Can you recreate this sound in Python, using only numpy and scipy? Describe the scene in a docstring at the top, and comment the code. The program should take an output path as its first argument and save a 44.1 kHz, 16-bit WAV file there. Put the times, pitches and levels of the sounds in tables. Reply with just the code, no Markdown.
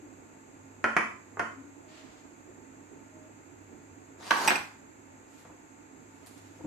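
"""Two clacks, then a lighter knock: a glass dish is set down on a kitchen counter and settles.
A loaded tray knocks, scrapes along the counter and clinks against a small glass bowl.
A sleeve rustles and a hand pats the meat on the tray, over the hum of a small tiled room.
Each knock is a click, a short burst of noise and the object's own fading tones.
The scrape and the rustle are noise that grows louder as the tray or the arm moves faster."""
import sys
import numpy as np
from scipy import signal
from scipy.fft import rfft, irfft, next_fast_len
from scipy.io import wavfile
from scipy.ndimage import uniform_filter1d

SR = 44100
rng = np.random.default_rng(int(sys.argv[2]) if len(sys.argv) > 2 else 0)


def digitize_waveform(pressure):
    """Quantize a signal to 16-bit integers and store it at the path in sys.argv[1].

    Rows of a 2-D input are taken as channels; values are limited to [-1, 1].
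    """
    field = np.atleast_2d(pressure).T
    bounded = np.clip(field, -1, 1)
    quanta = np.round(bounded * 32767).astype(np.int16)
    wavfile.write(sys.argv[1], SR, quanta)


N = 293926


def dish():
    """The heavy glass dish lands on one edge, then the other, and rocks to rest."""
    # each landing is a few quick contacts; pan is how much louder the left side is than the right
    # (time [s], clack [dB], ring [dB], brightness [Hz], pan [dB], favoured pitch [Hz])
    blows = [(0.8415, -4, -2.5, 3100, -2.5, 1430), (0.843, -6.5, -6.5, 1190, 0, 1680),
             (0.966, -1, -3, 2850, -1, 2330), (0.9676, -6, -5.5, 3960, -2, 2610),
             (1.3710, -15.5, -37, 1000, -3, 1120), (1.3946, -10, -10.5, 3830, -0.5, 1440),
             (1.3972, -9.5, -7.5, 1230, -2.5, 1310), (1.4010, -15, -16, 1520, -6, 1720)]
    # dull clack of dish and counter together (frequency [Hz], level [dB])
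    body = [(50, -20), (150, -12.5), (300, -4.5), (680, -2), (900, -1), (1400, 0.5), (2000, -1),
            (2550, -10.5), (3100, -16), (3700, -28.5), (6000, -12), (8000, -17.5), (10500, -8),
            (13000, -25)]
    # the dish's ringing tones (pitch [Hz], level [dB], time to fade by 60 dB [s])
    modes = [(222, -19, .4), (312, -16, .2), (460, -17, .2), (590, -13, .15), (705, -13, .15),
             (899, -14, .15), (1020, -14, .22), (1319, -7, .09), (1403, -6, .11), (1567, -11, .24),
             (1730, -9, .12), (1884, -9, .15), (1954, -12, .18), (2234, -13, .12), (2410, -8, .1),
             (2520, -5, .03), (2853, -17, .1), (3045, -11, .1), (4511, -18, .06), (6610, -14, .06)]
    return amp(13) * sum(
        struck([blow], *favoured(hz, body, modes), ring_db=-35.5,
               burst_db=5, burst_fade_s=0.029, shared=0.51, click_db=-2.5)
        for *blow, hz in blows)


def tray():
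    """The tray knocks and slides; its foot snaps free in jerks and its rim cracks against the bowl."""
    # knocks (time [s], clack [dB], ring [dB], brightness [Hz], pan [dB])
    blows = [(4.3075, -7, 0.5, 8900, -10), (4.3100, -3, -4.5, 3150, 8), (4.3150, -4, 4.5, 1825, -10.5),
             (4.3230, -20, -13, 4010, -6.5), (4.3560, -21, -5, 2490, -1.5), (4.3870, -23.5, -14, 2200, 3),
             (4.4545, -19, -14, 2520, -8), (4.4835, 1, -22, 2960, -4.5), (4.5055, -1, -19, 2870, -10),
             (4.5135, -1, -7, 2230, 7), (4.5188, -2, -17.5, 2050, 5)]
    # dull clack of tray and counter together (frequency [Hz], level [dB])
    body = [(40, -34), (170, -10.5), (330, -4), (500, -7.5), (700, -1), (950, -8), (1750, 1.5), (3000, -7),
            (4000, -5.5), (5600, -13.5), (7500, -21), (12000, -12.5)]
    # the tray's ringing tones (pitch [Hz], level [dB], time to fade by 60 dB [s])
    modes = [(343, -13, 0.048), (590, -12, 0.041), (960, 1, 0.022), (1130, 2, 0.028), (1567, 1, 0.04),
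             (4630, -25, 0.06)]
    # snaps of foot and rim (time [s], level [dB], pan [dB])
    snaps = [(4.3062, -14, -5), (4.308, -8, 10), (4.311, -3, -9), (4.48, -1, -5)]
    # the sound of one snap (frequency [Hz], level [dB])
    snap_spectrum = [(500, -32), (2000, -2), (2900, 12), (3900, -5), (4700, -11), (5900, -1), (7500, -15),
                     (12000, -25)]
    knocks = struck(blows, body, modes, ring_db=-32.5,
                    burst_db=1, burst_fade_s=0.032, shared=0.19, click_db=-16)
    clicks = np.zeros((2, N))
    for s, db, pan_db in snaps:
        add(clicks, s, amp(db) * pan(pan_db))
    return amp(12.5) * knocks + colour(clicks, snap_spectrum) + tray_slide()


def tray_slide(push_s=4.18, foot_free_s=4.32, meet_bowl_s=4.468, rest_s=4.602):
    """The tray speeds up to the bowl, then slows; it hisses over grit as its foot catches and slips."""
    # gritty hiss of sliding (frequency [Hz], level [dB])
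    scrape_spectrum = [(40, -19), (220, -9), (900, -0.5), (1700, -4), (3700, -12), (4700, -9), (6500, -13),
                       (12000, -25.5)]
    # the foot's judder, heard through the tray (frequency [Hz], level [dB])
    judder_spectrum = [(90, -18), (300, 2.5), (650, -5.5), (970, 6.5), (1300, -8.5), (1560, 1),
                       (2400, -21.5)]
    t = np.arange(N) / SR
    speed = np.interp(t, [push_s, meet_bowl_s, rest_s], [0, 1, 0])
    grains = rng.random(N) < 500 / SR  # about 500 a second
    grain_sizes = amp(5 * np.minimum(rng.exponential(1, N), 3))
    grit = evened(grains * grain_sizes * rng.uniform(.3, 1, (2, N)))
    friction = patchy(pair(N, shared=.15) + .6 * grit, patch_db=2.5, patch_hz=650, patch_s=.035)
    jerks = (rng.random(N) < 400 / SR) * rng.uniform(-1, 1, N)
    slips = evened(jerks) + pair(N, shared=.15)
    scrape = evened(colour(friction, scrape_spectrum)) * speed
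    judder = evened(colour(slips, judder_spectrum)) * np.sqrt(speed) * (t > foot_free_s)
    return amp(-34) * scrape + amp(-37) * judder


def bowl():
    """The small glass bowl chatters against the rim of the tray."""
    # clinks (time [s], clack [dB], ring [dB], brightness [Hz], pan [dB], favoured pitch [Hz])
    blows = [(4.4765, -3.5, 2.5, 10800, -5.5, 5700), (4.4789, -20, -2, 9000, 3, 5000),
             (4.4820, -7, -3, 12900, -6.5, 11900), (4.4920, -14, -1.5, 6000, 8, 2480),
             (4.5000, -24, -6.5, 14000, 11, 8100), (4.5555, -27, -6.5, 6500, -2, 2460),
             (4.5590, -17, -5.5, 6500, -3.5, 2480)]
    # clack of bowl and counter together (frequency [Hz], level [dB])
    body = [(100, -16), (300, -2), (700, 5.5), (870, 20.5), (1200, -4), (2100, 11), (2600, -2), (3800, -14),
            (5500, -3.5), (7000, -15), (8300, -2.5), (10700, -8), (12000, -24)]
    # the bowl's ringing tones (pitch [Hz], level [dB], time to fade by 60 dB [s])
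    modes = [(2415, -1, .06), (2490, 4, .035), (2660, 1, .035), (4950, -4, .025), (5750, -6, .03),
             (7995, -4.5, .07), (8135, -10, .07), (8280, -10, .04), (8470, -13, .05), (8660, -14, .07),
             (11850, -10.5, .05), (12150, -11, .03)]
    return amp(9.5) * sum(
        struck([blow], *favoured(hz, body, modes), ring_db=-34,
               burst_db=-5, burst_fade_s=0.025, shared=0.25, click_db=-7)
        for *blow, hz in blows)


def hands():
    """The meat's wet skin ticks under the hand, and the loaded tray takes soft bumps."""
    # pats on the meat (time [s], clack [dB], unused ring [dB], brightness [Hz], pan [dB])
    pats = [(6.262, -46, 0, 12000, 6), (6.270, -44, 0, 12000, -7), (6.378, -51.5, 0, 9050, -13)]
    # tick of wet skin (frequency [Hz], level [dB])
    skin = [(500, 2), (2500, -7), (4500, -1.5), (6000, -9), (8500, -1), (12000, -0.5)]
    # bumps on the tray (time [s], clack [dB], ring [dB], brightness [Hz], pan [dB])
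    bumps = [(5.452, -28, -37, 1500, 0), (5.499, -29.5, -25, 1090, 0), (6.590, -24, -21, 500, 0.0047),
             (6.608, -29, -20.5, 784, 0), (6.639, -18, -5.5, 296, 0), (6.649, -13, -37, 396, 0)]
    # thud of a bump (frequency [Hz], level [dB])
    body = [(60, 0), (200, -3.5), (300, -23), (480, -0.5), (1000, -2.5), (2500, -9), (6000, -14.5)]
    # the bumped tray's tones (pitch [Hz], level [dB], time to fade by 60 dB [s])
    modes = [(306, 0, 0.29), (903, 0, 0.031)]
    ticks = struck(pats, skin, [], ring_db=0, burst_db=11.5, burst_fade_s=0.062)
    thuds = struck(bumps, body, modes, ring_db=-41, burst_db=0.5, burst_fade_s=0.15, click_db=-5)
    return amp(11) * ticks + amp(18) * thuds


def sleeve(speed_power=1.83):
    """Cloth rubs louder as the arm speeds up, and softer as it slows."""
    # arm movements (fastest moment [s], rise [s], fall [s], level [dB], brightness [Hz])
    strokes = [(1.94, 0.11, 0.5, -54.5, 5350), (5.38, 0.19, 0.17, -62, 15000),
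               (6.32, 0.5, 0.87, -62.5, 11900)]
    # rubbing cloth (frequency [Hz], level [dB])
    cloth = [(200, -4), (700, 6.5), (2600, 4.5), (4500, 2), (7000, 0.5), (9000, -3.5), (12500, -1.5)]
    t, out = np.arange(N) / SR, np.zeros((2, N))
    rub = evened(colour(pair(N, shared=0.089), cloth)) * amp(2 * drift(rate_hz=26))
    for s, rise_s, fall_s, db, bright_hz in strokes:
        speed = np.interp(t, [s - rise_s, s, s + fall_s], [0, 1, 0])
        out += amp(db) * speed ** speed_power * dulled(rub, bright_hz)
    return out


def struck(blows, body, modes, ring_db, burst_db, burst_fade_s, shared=0.55, click_db=0):
    """Each blow makes a clack (a click and a dying burst of noise) and sets the object ringing."""
    t, out = np.arange(SR // 3) / SR, np.zeros((2, N))
    for s, clack_db, blow_ring_db, bright_hz, pan_db in blows:
        burst = pair(len(t), shared) * amp(-60 * t / burst_fade_s)
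        burst *= amp(burst_db) / np.linalg.norm(burst, axis=1, keepdims=True)
        burst[:, 0] += amp(click_db)
        sound = amp(clack_db) * colour(levelled(burst, width_hz=410), body)
        for hz, mode_db, fade_s in modes:
            phase = rng.uniform(0, 2 * np.pi) + rng.normal(0, 0.4, (2, 1))  # differs on each side
            swell = 1 - np.exp(-t * hz)  # over the first cycle
            fade = amp(ring_db + blow_ring_db + mode_db - 60 * t / fade_s)
            sound += swell * fade * np.sin(2 * np.pi * hz * t + phase)
        add(out, s, dulled(sound, bright_hz) * pan(pan_db))  # a softer contact is duller
    return out


def favoured(pitch_hz, body, modes, clack_db=7, clack_octaves=0.13, ring_db=3.5, ring_octaves=0.09):
    """The spot where glass is hit boosts its clack and its ringing around one pitch."""
    hz = np.geomspace(50, 14000, 200)
    clack = read(body, hz) + clack_db * hump(np.log2(hz / pitch_hz), clack_octaves)
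    ringing = [(f, db + ring_db * hump(np.log2(f / pitch_hz), ring_octaves), fade_s)
               for f, db, fade_s in modes]
    return np.column_stack([hz, clack]), ringing


def kitchen(x, build_s=0.0044):
    """Sound bounces off tiles and counter; each band of the echo dies at its own speed."""
    # length of the echo (frequency [Hz], time to fade by 60 dB [s])
    fade_times = [(100, 0.63), (300, 0.24), (1000, 0.43), (2500, 0.40), (6000, 0.4), (12000, 0.39)]
    length = SR * 3 // 4
    hz, t, bands = signal.stft(pair(length, shared=0.062), SR, nperseg=256)
    alike = 1 / (1 + (hz / 350) ** 2)[:, None]  # long waves reach both sides alike
    bands[1] = alike * bands[0] + np.sqrt(1 - alike ** 2) * bands[1]
    bands *= amp(-60 * t / read(fade_times, hz)[:, None])
    tail = signal.istft(bands, SR, nperseg=256)[1][:, :length]
    build_up = 1 - hump(np.arange(length) / SR, build_s)
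    tail = levelled(tail * build_up, width_hz=41)
    tail /= np.linalg.norm(tail, axis=1, keepdims=True)
    return signal.fftconvolve(x, tail, axes=1)[:, :N]


def drone(right_lag_s=0.0004, waver_db=2, dip_s=5.42, dip_width_s=0.61, dip_db=-2.5):
    """A low drone fills the room; its bass wavers quickly and dips once."""
    # the drone's tone colour (frequency [Hz], level [dB])
    spectrum = [(25, -7), (60, -5.5), (130, -5), (200, -7), (280, 7.5), (400, 0.5), (550, -4.5), (850, -4),
                (1150, -8), (2600, -13.5), (3100, -24), (5500, -26), (9200, -42), (12000, -31)]
    # how alike left and right are (frequency [Hz], likeness [1 same, -1 or less opposite])
    likeness = [(60, 0.71), (150, 0.84), (360, 0.55), (880, 0.56), (2170, 0.23), (5310, -0.56),
                (13000, -2.5)]
    # its lean to the right (frequency [Hz], pan [dB])
    lean = [(60, -1.5), (130, -7), (280, -11), (600, -1), (1300, -3), (2800, -2), (6040, -2), (13000, -3)]
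    size = next_fast_len(N, True)
    hz = np.fft.rfftfreq(size, 1 / SR)
    left, other = rfft(rng.standard_normal((2, size)))
    same = np.clip(read(likeness, hz), -1, 1)
    right = (same * left + np.sqrt(1 - same ** 2) * other) * np.exp(-2j * np.pi * hz * right_lag_s)
    bands = np.array([left, right]) * pan(read(lean, hz)) * amp(read(spectrum, hz))
    bass_share = 1 / (1 + (hz / 700) ** 4)
    bass = irfft(bands * bass_share, size)[:, :N]
    treble = irfft(bands * (1 - bass_share), size)[:, :N]
    change_db = dip_db * hump(np.arange(N) / SR - dip_s, dip_width_s) + waver_db * drift(rate_hz=14)
    return amp(-53) * evened(bass * amp(change_db) + treble)


def mains_hum(hz=100, waver_db=3.5):
    """The mains supply hums on one low note that slowly swells and fades."""
    tone = np.sin(2 * np.pi * hz * np.arange(N) / SR + 0.77 * drift(rate_hz=13))
    return amp(-63 + waver_db * drift(rate_hz=3.9)) * tone


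def hiss():
    """The microphones add a faint, steady hiss."""
    # a narrow band of treble (frequency [Hz], level [dB])
    spectrum = [(5700, -47), (6350, 2), (7700, 2), (8500, -22)]
    return amp(-63.5) * evened(colour(pair(N, shared=0.04), spectrum))


def fan_whine(waver_db=2.1):
    """A fan motor whines on a few wavering tones, slightly out of step left and right."""
    # motor tones (pitch [Hz], level [dB])
    tones = [(156, -73), (221, -70), (269, -66), (888, -73), (1416, -79)]
    t, out = np.arange(N) / SR, np.zeros((2, N))
    change_db = waver_db * drift(rate_hz=11)
    for hz, db in tones:
        phase = rng.normal(0, 0.067, (2, 1)) + 0.62 * drift(rate_hz=4.2)
        out += amp(db + change_db) * np.sqrt(2) * np.sin(2 * np.pi * hz * t + phase)
    return out * pan(4)


def booms():
    """The drone booms briefly, toward the left."""
    # low swells (time [s], length [s], pitch [Hz], level [dB])
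    tones = [(.02, .05, 294.6, -46), (1.565, 0.066, 274, -43), (1.63, 0.088, 290, -48)]
    return brief_tones(tones, blur=0.6) * amp([[2], [-4]])


def far_tones():
    """A few faint tones come from far off."""
    # distant tones (time [s], length [s], pitch [Hz], level [dB])
    tones = [(1.70, 0.17, 668, -60), (1.80, 0.33, 628, -62), (3.08, 0.21, 625, -58.5)]
    return brief_tones(tones, blur=1.14)


def brief_tones(rows, blur):
    """Tones swell and fade; blur (radians) smears their pitch."""
    out = np.zeros((2, N))
    for s, length_s, hz, db in rows:
        t = np.arange(int(length_s * SR)) / SR
        wobble = blur * drift(rate_hz=10.5)[:len(t)]
        tone = np.sin(2 * np.pi * hz * t + wobble) * signal.windows.tukey(len(t), .6)
        add(out, s, amp(db) * np.array([tone, tone]))
    return out


def amp(db):
    """Turns decibels into a gain."""
    return 10 ** (np.asarray(db) / 20)


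def pan(db):
    """Two gains that make the left side db louder than the right."""
    return amp(np.vstack([db / 2, -db / 2]))


def hump(x, width):
    """A bell curve that peaks at 1 where x is 0."""
    return np.exp(-(x / width) ** 2)


def evened(x):
    """Scales a signal to an average (rms) size of 1."""
    return x / np.sqrt(np.mean(x ** 2) + 1e-20)


def read(points, hz):
    """Reads between a table's rows on a log-frequency axis."""
    f, value = np.transpose(points)
    return np.interp(np.log(hz + 1), np.log(f + 1), value)


def add(mix, s, sound):
    """Mixes a stereo sound in at time s."""
    part = mix[:, round(s * SR):][:, :sound.shape[1]]
    part += sound[:, :part.shape[1]]


def dulled(x, hz):
    """Softens the treble above hz."""
    return signal.lfilter(*signal.butter(2, hz, fs=SR), x)


def colour(x, points, size=4096):
    """Filters x by a (frequency, level) table, with no sound ahead of its start."""
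    log_gain = np.log(amp(read(points, abs(np.fft.fftfreq(size, 1 / SR)))))
    taps = np.fft.ifft(np.exp(np.conj(signal.hilbert(log_gain)))).real[:size // 2]
    return signal.oaconvolve(x, taps[None], axes=1)[:, :x.shape[1]]


def levelled(x, width_hz):
    """Irons out peaks and holes in the spectrum that are wider than width_hz."""
    hz = np.fft.rfftfreq(x.shape[1], 1 / SR)
    power = uniform_filter1d((abs(rfft(x)) ** 2).mean(0), round(width_hz / hz[1]))
    return colour(x, np.column_stack([hz, -10 * np.log10(power / power.mean())]))


def pair(length, shared):
    """Stereo noise, partly the same on both sides."""
    left, right, common = rng.standard_normal((3, length))
    return np.sqrt(shared) * common + np.sqrt(1 - shared) * np.array([left, right])


def drift(rate_hz):
    """A smooth random wander of average size 1."""
    hz = np.fft.rfftfreq(4096, 128 / SR)
    slow = irfft(rfft(rng.standard_normal(4096)) * hump(hz, rate_hz))
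    return evened(np.interp(np.arange(N), 128 * np.arange(4096), slow))


def patchy(x, patch_db, patch_hz, patch_s):
    """Narrow parts of the spectrum swell and fade at random."""
    hz, t, bands = signal.stft(x, SR, nperseg=256)
    field = np.fft.rfft2(rng.standard_normal(bands.shape[1:]))
    field *= hump(np.fft.fftfreq(len(hz), hz[1])[:, None], 1 / patch_hz)  # smooth across pitch
    field *= hump(np.fft.rfftfreq(len(t), t[1]), 1 / patch_s)  # and across time
    change_db = patch_db * evened(np.fft.irfft2(field, bands.shape[1:]))
    return signal.istft(bands * amp(change_db), SR, nperseg=256)[1][:, :N]


def centred_bass(x, apart_hz=260):
    """The two microphones are close together, so the bass is nearly the same in both."""
    mid = x.mean(0)
    return mid + signal.filtfilt(*signal.butter(1, apart_hz, "highpass", fs=SR), x - mid)


def scene():
    """The dish stands far back by the wall; tray, hands and bowl are nearer and echo less."""
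    far, near, clinks = dish(), tray() + sleeve() + hands(), bowl()
    echo = kitchen(far + amp(-2.5) * near + amp(-8.5) * clinks + far_tones())
    background = drone() + mains_hum() + hiss() + fan_whine() + booms()
    return centred_bass(far + near + clinks + echo) + background


def record(dry):
    """Cuts the deepest bass and the highest treble."""
    thinned = signal.lfilter(*signal.butter(2, 40, "highpass", fs=SR), dry)
    treble_cut = signal.firwin(255, 13300, window=("kaiser", 8), fs=SR)
    return signal.oaconvolve(thinned, treble_cut[None], "same", axes=1)


dry = scene()
out = record(dry)
digitize_waveform(out)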